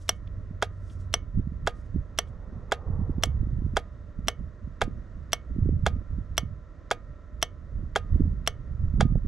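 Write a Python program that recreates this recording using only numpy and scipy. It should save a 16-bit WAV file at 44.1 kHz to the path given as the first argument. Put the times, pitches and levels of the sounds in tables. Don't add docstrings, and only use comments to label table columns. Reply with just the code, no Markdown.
import sys
import numpy as np
from scipy import signal
from scipy.fft import rfft, irfft, next_fast_len
from scipy.io import wavfile
from scipy.ndimage import uniform_filter1d

SR = 44100
rng = np.random.default_rng(int(sys.argv[2]) if len(sys.argv) > 2 else 0)


def to_wav(s):
    ch = np.atleast_2d(s).T
    pcm = np.round(np.clip(ch, -1, 1) * 32767)
    wavfile.write(sys.argv[1], SR, pcm.astype(np.int16))


N = 408807
T = np.arange(N) / SR

# pitch_hz, level_db, usual_t60_ms, onset_lag_ms
CLOSED_MODES = [(498, -21.3, 25.4, 1.38), (689, -18.2, 19.3, 3.12), (1151, -29.9, 40.0, 0.0),
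                (1385, -33.7, 40.0, 0.23), (1701, -21.2, 9.1, 0.27), (2017, -37.3, 40.0, 1.38),
                (2123, -18.1, 9.3, 0.27), (2778, -26.9, 19.5, 0.25), (2984, -28.5, 17.9, 0.66),
                (3164, -28.3, 40.0, 0.41), (3368, -15.2, 13.6, 0.0), (4364, -30.6, 25.7, 0.39),
                (5108, -29.4, 15.9, 1.31), (5833, -15.5, 19.4, 1.06), (5763, -24.0, 21.3, 1.41),
                (6109, -10.0, 3.0, 1.02), (7800, -28.7, 13.6, 1.15), (8641, -17.6, 5.1, 0.43),
                (9092, -39.7, 26.3, 0.09), (10322, -30.3, 9.3, 1.44), (11915, -24.5, 5.8, 1.11),
                (13237, -54.2, 13.8, 1.29), (14313, -50.7, 4.9, 1.2)]
OPEN_MODES = [(433, -26.8, 40.0, 4.5), (550, -28.0, 29.4, 3.22), (695, -15.2, 29, 4.97),
              (800, -17.3, 32.0, 3.12), (988, -21.4, 18.7, 1.97), (1264, -25.3, 40.0, 0.77),
              (1474, -14.1, 16.8, 0.08), (1626, -20.4, 40.0, 0.0), (2101, -22.3, 10.2, 1.13),
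              (2230, -29, 40.0, 1.37), (2716, -34.5, 40.0, 1.47), (3255, -23.8, 27.1, 1.12),
              (3464, -29.6, 40.0, 1.26), (3594, -25.6, 16.6, 1.46), (3948, -36.1, 40.0, 2.15),
              (4704, -25.0, 10.1, 2.34), (5573, -38.1, 40.0, 2.46), (5992, -29.6, 13.2, 2.25),
              (6632, -36.1, 19.0, 1.48), (7031, -26.1, 10.3, 1.7), (7534, -37.7, 20.7, 2.12),
              (9151, -30.1, 6.5, 1.89), (12110, -42.6, 6.0, 2.32)]
# pitch_hz, t60_s, pull_in_db, drop_out_db
SPRING_MODES = [(418, .13, -44, -40), (479, .13, -38, -36), (1235, .33, -51.5, -44.5),
                (1453, .12, -54, -50), (1815, .14, -45, -46), (2207, .16, -42.5, -53),
                (2262, .12, -56, -49), (2422, .14, -68, -53), (2764, .13, -55, -53), (3009, .145, -46, -63),
                (3106, .14, -50, -58), (3276, .125, -48, -53), (3682, .11, -58, -53), (3758, .12, -64, -55),
                (4495, .12, -64, -56), (4549, .12, -58, -65), (4613, .11, -56, -59), (5674, .09, -56, -63),
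                (6035, .11, -63, -60), (6228, .125, -51.5, -61), (6950, .09, -70, -60),
                (8796, .08, -59, -72), (11800, .08, -62, -80)]
# level_db, treble_db, cutoff_hz, treble_ring_ratio, chatter_db
PULL_INS = [(-1.4, 4, 16000, 1, 0), (-.3, 0, 11500, 1.05, 0), (.1, -.8, 13500, 1.05, -1),
            (.8, -.7, 16000, 1, 4), (.6, -1.3, 14500, .55, -4), (.2, -.3, 16000, 1.1, 0),
            (-.2, -.3, 14500, 1.15, -1), (.3, -.5, 16000, 1, 1), (.3, -.9, 12600, .95, -1)]
DROP_OUTS = [(-.4, -.1, 12200, 1.1, 0), (-.8, -1.2, 12600, 1, -3), (.6, -2.5, 12800, 1, 1),
             (.2, -2, 12600, 1, 0), (.5, -4.8, 12000, .9, 4), (0, -1, 12200, 1.1, 1), (.3, .3, 12400, 1, 0),
             (.3, -.3, 12100, .85, 1), (-.2, .7, 10000, 1, -1)]
# usual_delay_s, level_db
BOUNCES = [(.013, -41), (.021, -41), (.027, -50)]
# start_s, level_db
LATE_CHATTER = [(3.249, -45), (3.255, -42), (3.260, -47), (4.836, -44), (4.840, -49)]
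# frequency_hz, relative_db
CONTACT_COLOUR = [(800, -25), (2500, -4), (4500, -2), (7500, -2), (10000, -10), (12500, -16),
                  (14000, -40)]
HOUSING_COLOUR = [(250, -24), (450, 1), (900, -3), (2200, -3), (3500, -5), (5000, -11), (8000, -17),
                  (12000, -23), (15000, -40)]
REBOUND_COLOUR = [(800, -10), (2300, 2), (3600, 0), (5600, -5), (8000, -14), (12000, -28)]
PLASTIC_COLOUR = [(1200, -25), (2200, -13), (2900, -12), (3350, 0), (3900, -20), (6000, -27),
                  (9000, -50), (12000, -70)]
# start_s, level_db
PLASTIC_TICKS = [(.27, -59.5), (.897, -55.5), (2.272, -63)]
# frequency_hz, left_minus_right_db, left_lead_rad
PORT_IMAGE = [(300, -3.3, .1), (1000, -2.5, .1), (2000, -1.2, -.2), (2900, -3.5, -.7), (3600, -1, -.5),
              (5700, 0, -.3), (7000, -.5, 0), (12500, 2.3, .1)]
# centre_s, half_length_s, level_db
RUSTLES = [(.04, .1, -69), (.91, .115, -71), (1.02, .03, -75), (1.79, .09, -79), (2.28, .02, -75)]
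# frequency_hz, relative_db
RUSTLE_COLOUR = [(1500, -25), (3300, -3), (4200, -6), (5500, 0), (8000, -4), (11000, -11), (14000, -34)]
# start_s, hold_s, large_eddy_db, small_eddy_relative_db
GUSTS = [(.3, .25, -40, -12), (1.36, .04, -27.5, -12), (1.45, .22, -35, -12), (1.945, .06, -32, -11),
         (2.46, .16, -43.5, -2), (2.88, .23, -30, -13), (3.16, .59, -30, -12), (4.18, .12, -35.5, -8),
         (4.4, .05, -34.5, -11), (4.64, .05, -34.5, -13), (4.83, .15, -34.5, -6), (5.16, .05, -36.5, -7),
         (5.49, .3, -33.5, -11), (5.61, .24, -27, -13), (5.87, .12, -30, -6), (6.1, .12, -32.5, -13),
         (6.31, .25, -39.5, -10), (7.05, .06, -43, -18), (7.33, .09, -41, -18), (7.73, .14, -32, -10),
         (7.94, .46, -34.5, -10), (8.12, .2, -26, -12), (8.7, .54, -35.5, -11), (8.81, .44, -28, -17),
         (8.98, .18, -28, -7)]
# time_s, level_db
BREEZE = [(0, -42.5), (1.2, -40), (2.4, -41), (4, -45), (6.1, -43), (6.9, -47), (8.3, -44.5), (8.7, -38),
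          (9.27, -42)]
# centre_s, level_db, pitch_hz
BUFFETS = [(.512, -28, 150), (1.377, -15, 140), (1.388, -15, 125), (1.397, -20, 180), (1.474, -21, 150),
           (1.523, -28, 160), (1.951, -22, 130), (1.962, -18, 195), (2.903, -22, 125), (2.993, -22, 150),
           (3.018, -21, 160), (3.032, -21, 70), (3.097, -21, 235), (3.104, -23, 140), (3.184, -19.5, 185),
           (3.272, -25, 180), (3.293, -21, 80), (3.35, -22, 80), (3.414, -16.5, 85), (3.432, -23, 195),
           (3.473, -27, 185), (3.532, -20, 100), (3.588, -27, 180), (3.622, -26, 200), (3.652, -18, 90),
           (3.665, -25, 200), (3.738, -25, 170), (4.192, -27, 170), (4.412, -29, 160), (4.676, -29, 160),
           (4.88, -22, 205), (5.508, -29, 160), (5.565, -25, 220), (5.588, -18, 170), (5.629, -19, 110),
           (5.66, -20.5, 230), (5.674, -18, 115), (5.692, -18, 280), (5.729, -19.5, 150), (5.768, -17, 100),
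           (5.838, -15, 100), (6.187, -24.5, 175), (6.212, -24, 70), (6.32, -25, 70), (6.395, -24, 70),
           (6.434, -23.5, 160), (6.462, -26, 70), (6.535, -27, 85), (8.128, -14, 70), (8.15, -15, 80),
           (8.16, -21, 210), (8.2, -17, 190), (8.207, -13, 215), (8.218, -17, 130), (8.28, -17, 120),
           (8.337, -24, 140), (8.712, -23, 85), (8.755, -25, 85), (8.942, -22, 150), (9.0, -15, 150),
           (9.03, -12.5, 130), (9.055, -14, 175), (9.063, -17, 130), (9.124, -16, 140), (9.157, -26, 430),
           (9.158, -12, 115), (9.25, -26, 200)]
# frequency_hz, relative_db
FAN_COLOUR = [(25, -12), (90, -18), (200, -20), (290, -13), (400, -19), (620, -16), (820, -35), (1050, -25),
              (1330, -24.5), (1600, -29.7), (1900, -27.7), (2250, -39.5), (3100, -45.3), (3700, -44),
              (4400, -48), (6200, -47.5), (8000, -56), (11000, -78)]
# pitch_hz, level_db
FAN_TONES = [(594, -72), (1012, -77.5), (1308, -76), (1351, -74), (1857, -81), (1900, -83), (3677, -96)]
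# time_s, level_db
MOTOR_FADE = [(0, -41), (.6, -39.5), (1.1, -41), (1.35, -52), (2.4, -54), (3, -70)]
# time_s, level_db
RUSH_SWELL = [(0, -85), (1.9, -74), (2.3, -61), (2.65, -57), (2.85, -49), (3.15, -54), (3.5, -64),
              (4.2, -85)]
# frequency_hz, relative_db
RUSH_COLOUR = [(100, -12), (300, -5), (410, 0), (520, 1.5), (600, -7), (1100, -7.5), (1500, -22),
               (2200, -38), (8000, -70)]

FIRST_PULL_S, CYCLE_S, COIL_ON_S = .09175, 1.04787, .53205
TRAVEL_S, LIFT_S = .011, .0065
TREBLE_HZ = 5500
SPRING_SCATTER_DB = 3.2
GUST_ATTACK_S, GUST_RELEASE_S = .014, .03
FLUTTER_PER_S, FLUTTER_DB = 36, 2.3
BREEZE_SMALL_DB, BREEZE_WANDER_DB = -9.5, 1.5
FINE_EDDY_DB, PUFF_DB = -20, 4
PUFFS_PER_S, PUFF_CENTRE_HZ = 5, 145
BUFFET_ROUNDNESS = 6.5
FAN_DB = -57.3


def relay():
    out = np.zeros(N)
    _, _, pull_db, drop_db = np.transpose(SPRING_MODES)
    for cycle, (db, treble_db, cutoff_hz, seating, chatter_db) in enumerate(PULL_INS):
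        s = FIRST_PULL_S + cycle * CYCLE_S
        lift = rattle(REBOUND_COLOUR, db=-41.5, start=0, t60=.022)
        lift += rattle(CONTACT_COLOUR, db=-48, start=.001, t60=.07)
        add(out, s - TRAVEL_S, lift)
        snap = stroke(CLOSED_MODES, pull_db, seating, scatter_db=.5, detune=.0012)
        chatter = rattle(CONTACT_COLOUR, db=-36 + chatter_db, start=.001, t60=.022)
        housing = rattle(HOUSING_COLOUR, db=-42.5, start=.004, t60=.08)
        add(out, s, click_tone(snap + chatter + housing, db, treble_db, cutoff_hz))
    for cycle, (db, treble_db, cutoff_hz, seating, chatter_db) in enumerate(DROP_OUTS):
        s = FIRST_PULL_S + COIL_ON_S + cycle * CYCLE_S
        lift = rattle(REBOUND_COLOUR, db=-42, start=0, t60=.04)
        add(out, s - LIFT_S, lift)
        clack = stroke(OPEN_MODES, drop_db, seating, scatter_db=.7, detune=.0025)
        chatter = rattle(CONTACT_COLOUR, db=-38 + chatter_db, start=.0008, t60=.03)
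        for usual_delay_s, bounce_db in BOUNCES:
            delay_s = usual_delay_s * rng.uniform(.9, 1.1)
            chatter += rattle(REBOUND_COLOUR, db=bounce_db + chatter_db, start=delay_s, t60=.014)
        housing = rattle(HOUSING_COLOUR, db=-36, start=.005, t60=.068)
        add(out, s, click_tone(clack + chatter + housing, db, treble_db, cutoff_hz))
    for s, db in LATE_CHATTER:
        add(out, s, rattle(CONTACT_COLOUR, db=db, start=0, t60=.018))
    return out


def stroke(modes, spring_db, seating, scatter_db, detune):
    t = T[:SR // 3]
    body = 0
    for hz, db, t60_ms, lag_ms in modes:
        pitch_jitter, level_jitter = rng.standard_normal(2)
        treble = min(hz / TREBLE_HZ, 1) ** 2
        t60 = t60_ms / 1000 * seating ** treble
        level_db = db + scatter_db * (1 + treble) * level_jitter
        body += ring(t - lag_ms / 1000, hz * (1 + detune * pitch_jitter), level_db, t60)
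    tail_db = spring_db + SPRING_SCATTER_DB * rng.uniform(-1, 1, len(SPRING_MODES))
    tail = sum(ring(t, hz, db, t60) for (hz, t60, *_), db in zip(SPRING_MODES, tail_db))
    return body + tail


def ring(t, hz, db, t60):
    t = np.maximum(t, 0)
    return undb(db - 60 * t / t60) * np.sin(2 * np.pi * hz * t)


def rattle(colour, db, start, t60):
    t = T[:SR // 3]
    grain_sizes = undb(-1 + 4.5 * rng.standard_normal(len(t) // 16 + 1)).repeat(16)[:len(t)]
    grains = noise(colour, size=len(t)) * uniform_filter1d(grain_sizes, size=8)
    attack = np.clip((t - start) / .001, 0, 1)
    return grains * attack * undb(db - 60 * np.maximum(t - start, 0) / t60)


def click_tone(x, db, treble_db, cutoff_hz):
    low = filt(x, 4000, "low", order=1)
    return undb(db) * filt(low + undb(treble_db) * (x - low), cutoff_hz, "low", order=10)


def tester():
    clicks = filt(relay(), 190, "high")
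    for s, db in PLASTIC_TICKS:
        add(clicks, s, rattle(PLASTIC_COLOUR, db=db, start=.001, t60=.045))
    direct = undb(.2) * microphone_ports(clicks)
    glance = hand_reflection(clicks, db=-15, lag_s=.0011, low_hz=3000)
    return direct + glance + engine_bay(clicks, wet_db=-24, t60=.17, dull_hz=2300, width=.6)


def microphone_ports(x):
    hz, pan_db, lead_rad = np.transpose(PORT_IMAGE)
    full = next_fast_len(N)
    f = np.fft.rfftfreq(full, 1 / SR)
    left = undb(np.interp(f, hz, pan_db) / 2) * np.exp(.5j * np.interp(f, hz, lead_rad))
    return irfft(rfft(x, full) * np.array([left, 1 / left]), full)[:, :N]


def hand_reflection(x, db, lag_s, low_hz):
    late = np.interp(T - lag_s, T, filt(x, low_hz, "high"), left=0)
    return undb(db) * stereo(0, late, 0)


def engine_bay(x, wet_db, t60, dull_hz, width):
    t = T[:SR // 4]
    build_up = np.clip(t / .004 - 1, 0, 1)
    tails = rng.standard_normal((2, len(t))) * undb(-60 * t / t60) * build_up
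    dull = filt(x, dull_hz, "low")
    mid, side = (signal.fftconvolve(dull, tail / np.linalg.norm(tail))[:N] for tail in tails)
    return undb(wet_db) * stereo(mid, width * side, pan_db=-1.5)


def wind():
    large_db, small_db = gust_envelopes()
    rumble = undb(large_db + 1.4) * eddies(25, 87, uneven_db=4)
    flutter = undb(small_db - 1.4 + 1.5 * wander(40)) * eddies(118, 180, uneven_db=6)
    fine = undb(small_db + FINE_EDDY_DB) * eddies(250, 400, uneven_db=6)
    side = undb(large_db - 14) * eddies(26, 105, uneven_db=3)
    side += undb(small_db - 10) * eddies(110, 220, uneven_db=5)
    bed = filt(stereo(rumble + flutter + fine, side, pan_db=-5.5), 900, "low", order=3)
    puffs = []
    for when, pitch in rng.random((int(PUFFS_PER_S * N / SR), 2)):
        s = T[SR // 12] + when * T[-SR // 12]
        puffs.append((s, np.interp(s, T, small_db) + PUFF_DB, PUFF_CENTRE_HZ * 2 ** (pitch - .5)))
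    thumps = undb(-1.1) * stereo(buffets(list(BUFFETS) + puffs), 0, pan_db=-7.5)
    return bed + thumps


def gust_envelopes():
    large_power = undb(curve(BREEZE) + BREEZE_WANDER_DB * wander(6)) ** 2
    small_power = large_power * undb(BREEZE_SMALL_DB) ** 2
    flutter = unit(undb(FLUTTER_DB * wander(FLUTTER_PER_S)))
    for start_s, hold_s, db, small_db in GUSTS:
        attack = np.exp(-np.maximum(start_s - T, 0) / GUST_ATTACK_S)
        release = np.exp(-np.maximum(T - start_s - hold_s, 0) / GUST_RELEASE_S)
        power = (undb(db) * attack * release * flutter) ** 2
        large_power += power
        small_power += power * flutter * undb(small_db) ** 2
    return 10 * np.log10(large_power), 10 * np.log10(small_power)


def eddies(low_hz, high_hz, uneven_db):
    fits = rng.standard_normal(N) * undb(uneven_db * wander(high_hz / 2))
    band = filt(filt(fits, high_hz, "low", order=4), low_hz, "high")
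    return band / np.sqrt(smooth(band ** 2, SR // 25) + 1e-12)


def buffets(rows):
    out = np.zeros(N)
    t = T[:SR // 12] - T[SR // 24]
    for s, db, hz in rows:
        swing = (1 - 2j * np.pi * hz * t / BUFFET_ROUNDNESS) ** -(BUFFET_ROUNDNESS + 1)
        add(out, s + t[0], undb(db) * swing.imag)
    return out


def grip():
    swell = sum(undb(db) * np.exp(-((T - s) / half_s) ** 2) for s, half_s, db in RUSTLES)
    return swell * undb(3.8 * wander(70)) * noise(RUSTLE_COLOUR)


def workshop():
    fans = undb(FAN_DB + .7 * wander(4)) * stereo(noise(FAN_COLOUR), .33 * noise(FAN_COLOUR), -1.3)
    whine = sum(undb(db + 2.5 * wander(6)) * hum(hz, drift_hz=4, per_s=25) for hz, db in FAN_TONES)
    motor = hum(95, drift_hz=2.5, per_s=14) * undb(curve(MOTOR_FADE) + 1.2 * wander(12))
    rush = undb(curve(RUSH_SWELL) + wander(14)) * noise(RUSH_COLOUR)
    return fans + stereo(whine + motor + rush, 0, pan_db=-1.5)


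def hum(hz, drift_hz, per_s):
    return unit(np.sin(2 * np.pi * np.cumsum(hz + drift_hz * wander(per_s)) / SR))


def noise(colour, size=N):
    hz, db = np.transpose(colour)
    full = next_fast_len(size)
    f = np.maximum(np.fft.rfftfreq(full, 1 / SR), 1)
    gain = undb(np.interp(np.log(f), np.log(hz), db))
    return unit(irfft(rfft(rng.standard_normal(full)) * gain, full)[:size])


def wander(per_s):
    step = int(SR / per_s)
    return unit(smooth(np.repeat(rng.standard_normal(N // step + 1), step), step)[:N])


def smooth(x, samples):
    return uniform_filter1d(uniform_filter1d(x, samples), samples)


def curve(rows):
    return np.interp(T, *np.transpose(rows))


def filt(x, hz, kind, order=2):
    return signal.sosfilt(signal.butter(order, np.minimum(hz, .45 * SR), kind, fs=SR, output="sos"), x)


def stereo(mid, side, pan_db):
    return np.array([(mid + side) * undb(pan_db / 2), (mid - side) * undb(-pan_db / 2)])


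def add(track, s, sound):
    i = int(round(s * SR))
    track[..., i:i + sound.shape[-1]] += sound[..., :N - i]


def undb(db):
    return 10 ** (np.asarray(db) / 20)


def unit(x):
    return x / np.sqrt(np.mean(x ** 2))


def scene():
    return tester() + grip() + wind() + workshop()


def record(dry):
    return signal.sosfilt(signal.ellip(8, .2, 70, Wn=15500, fs=SR, output="sos"), dry)


dry = scene()
out = record(dry)
to_wav(out)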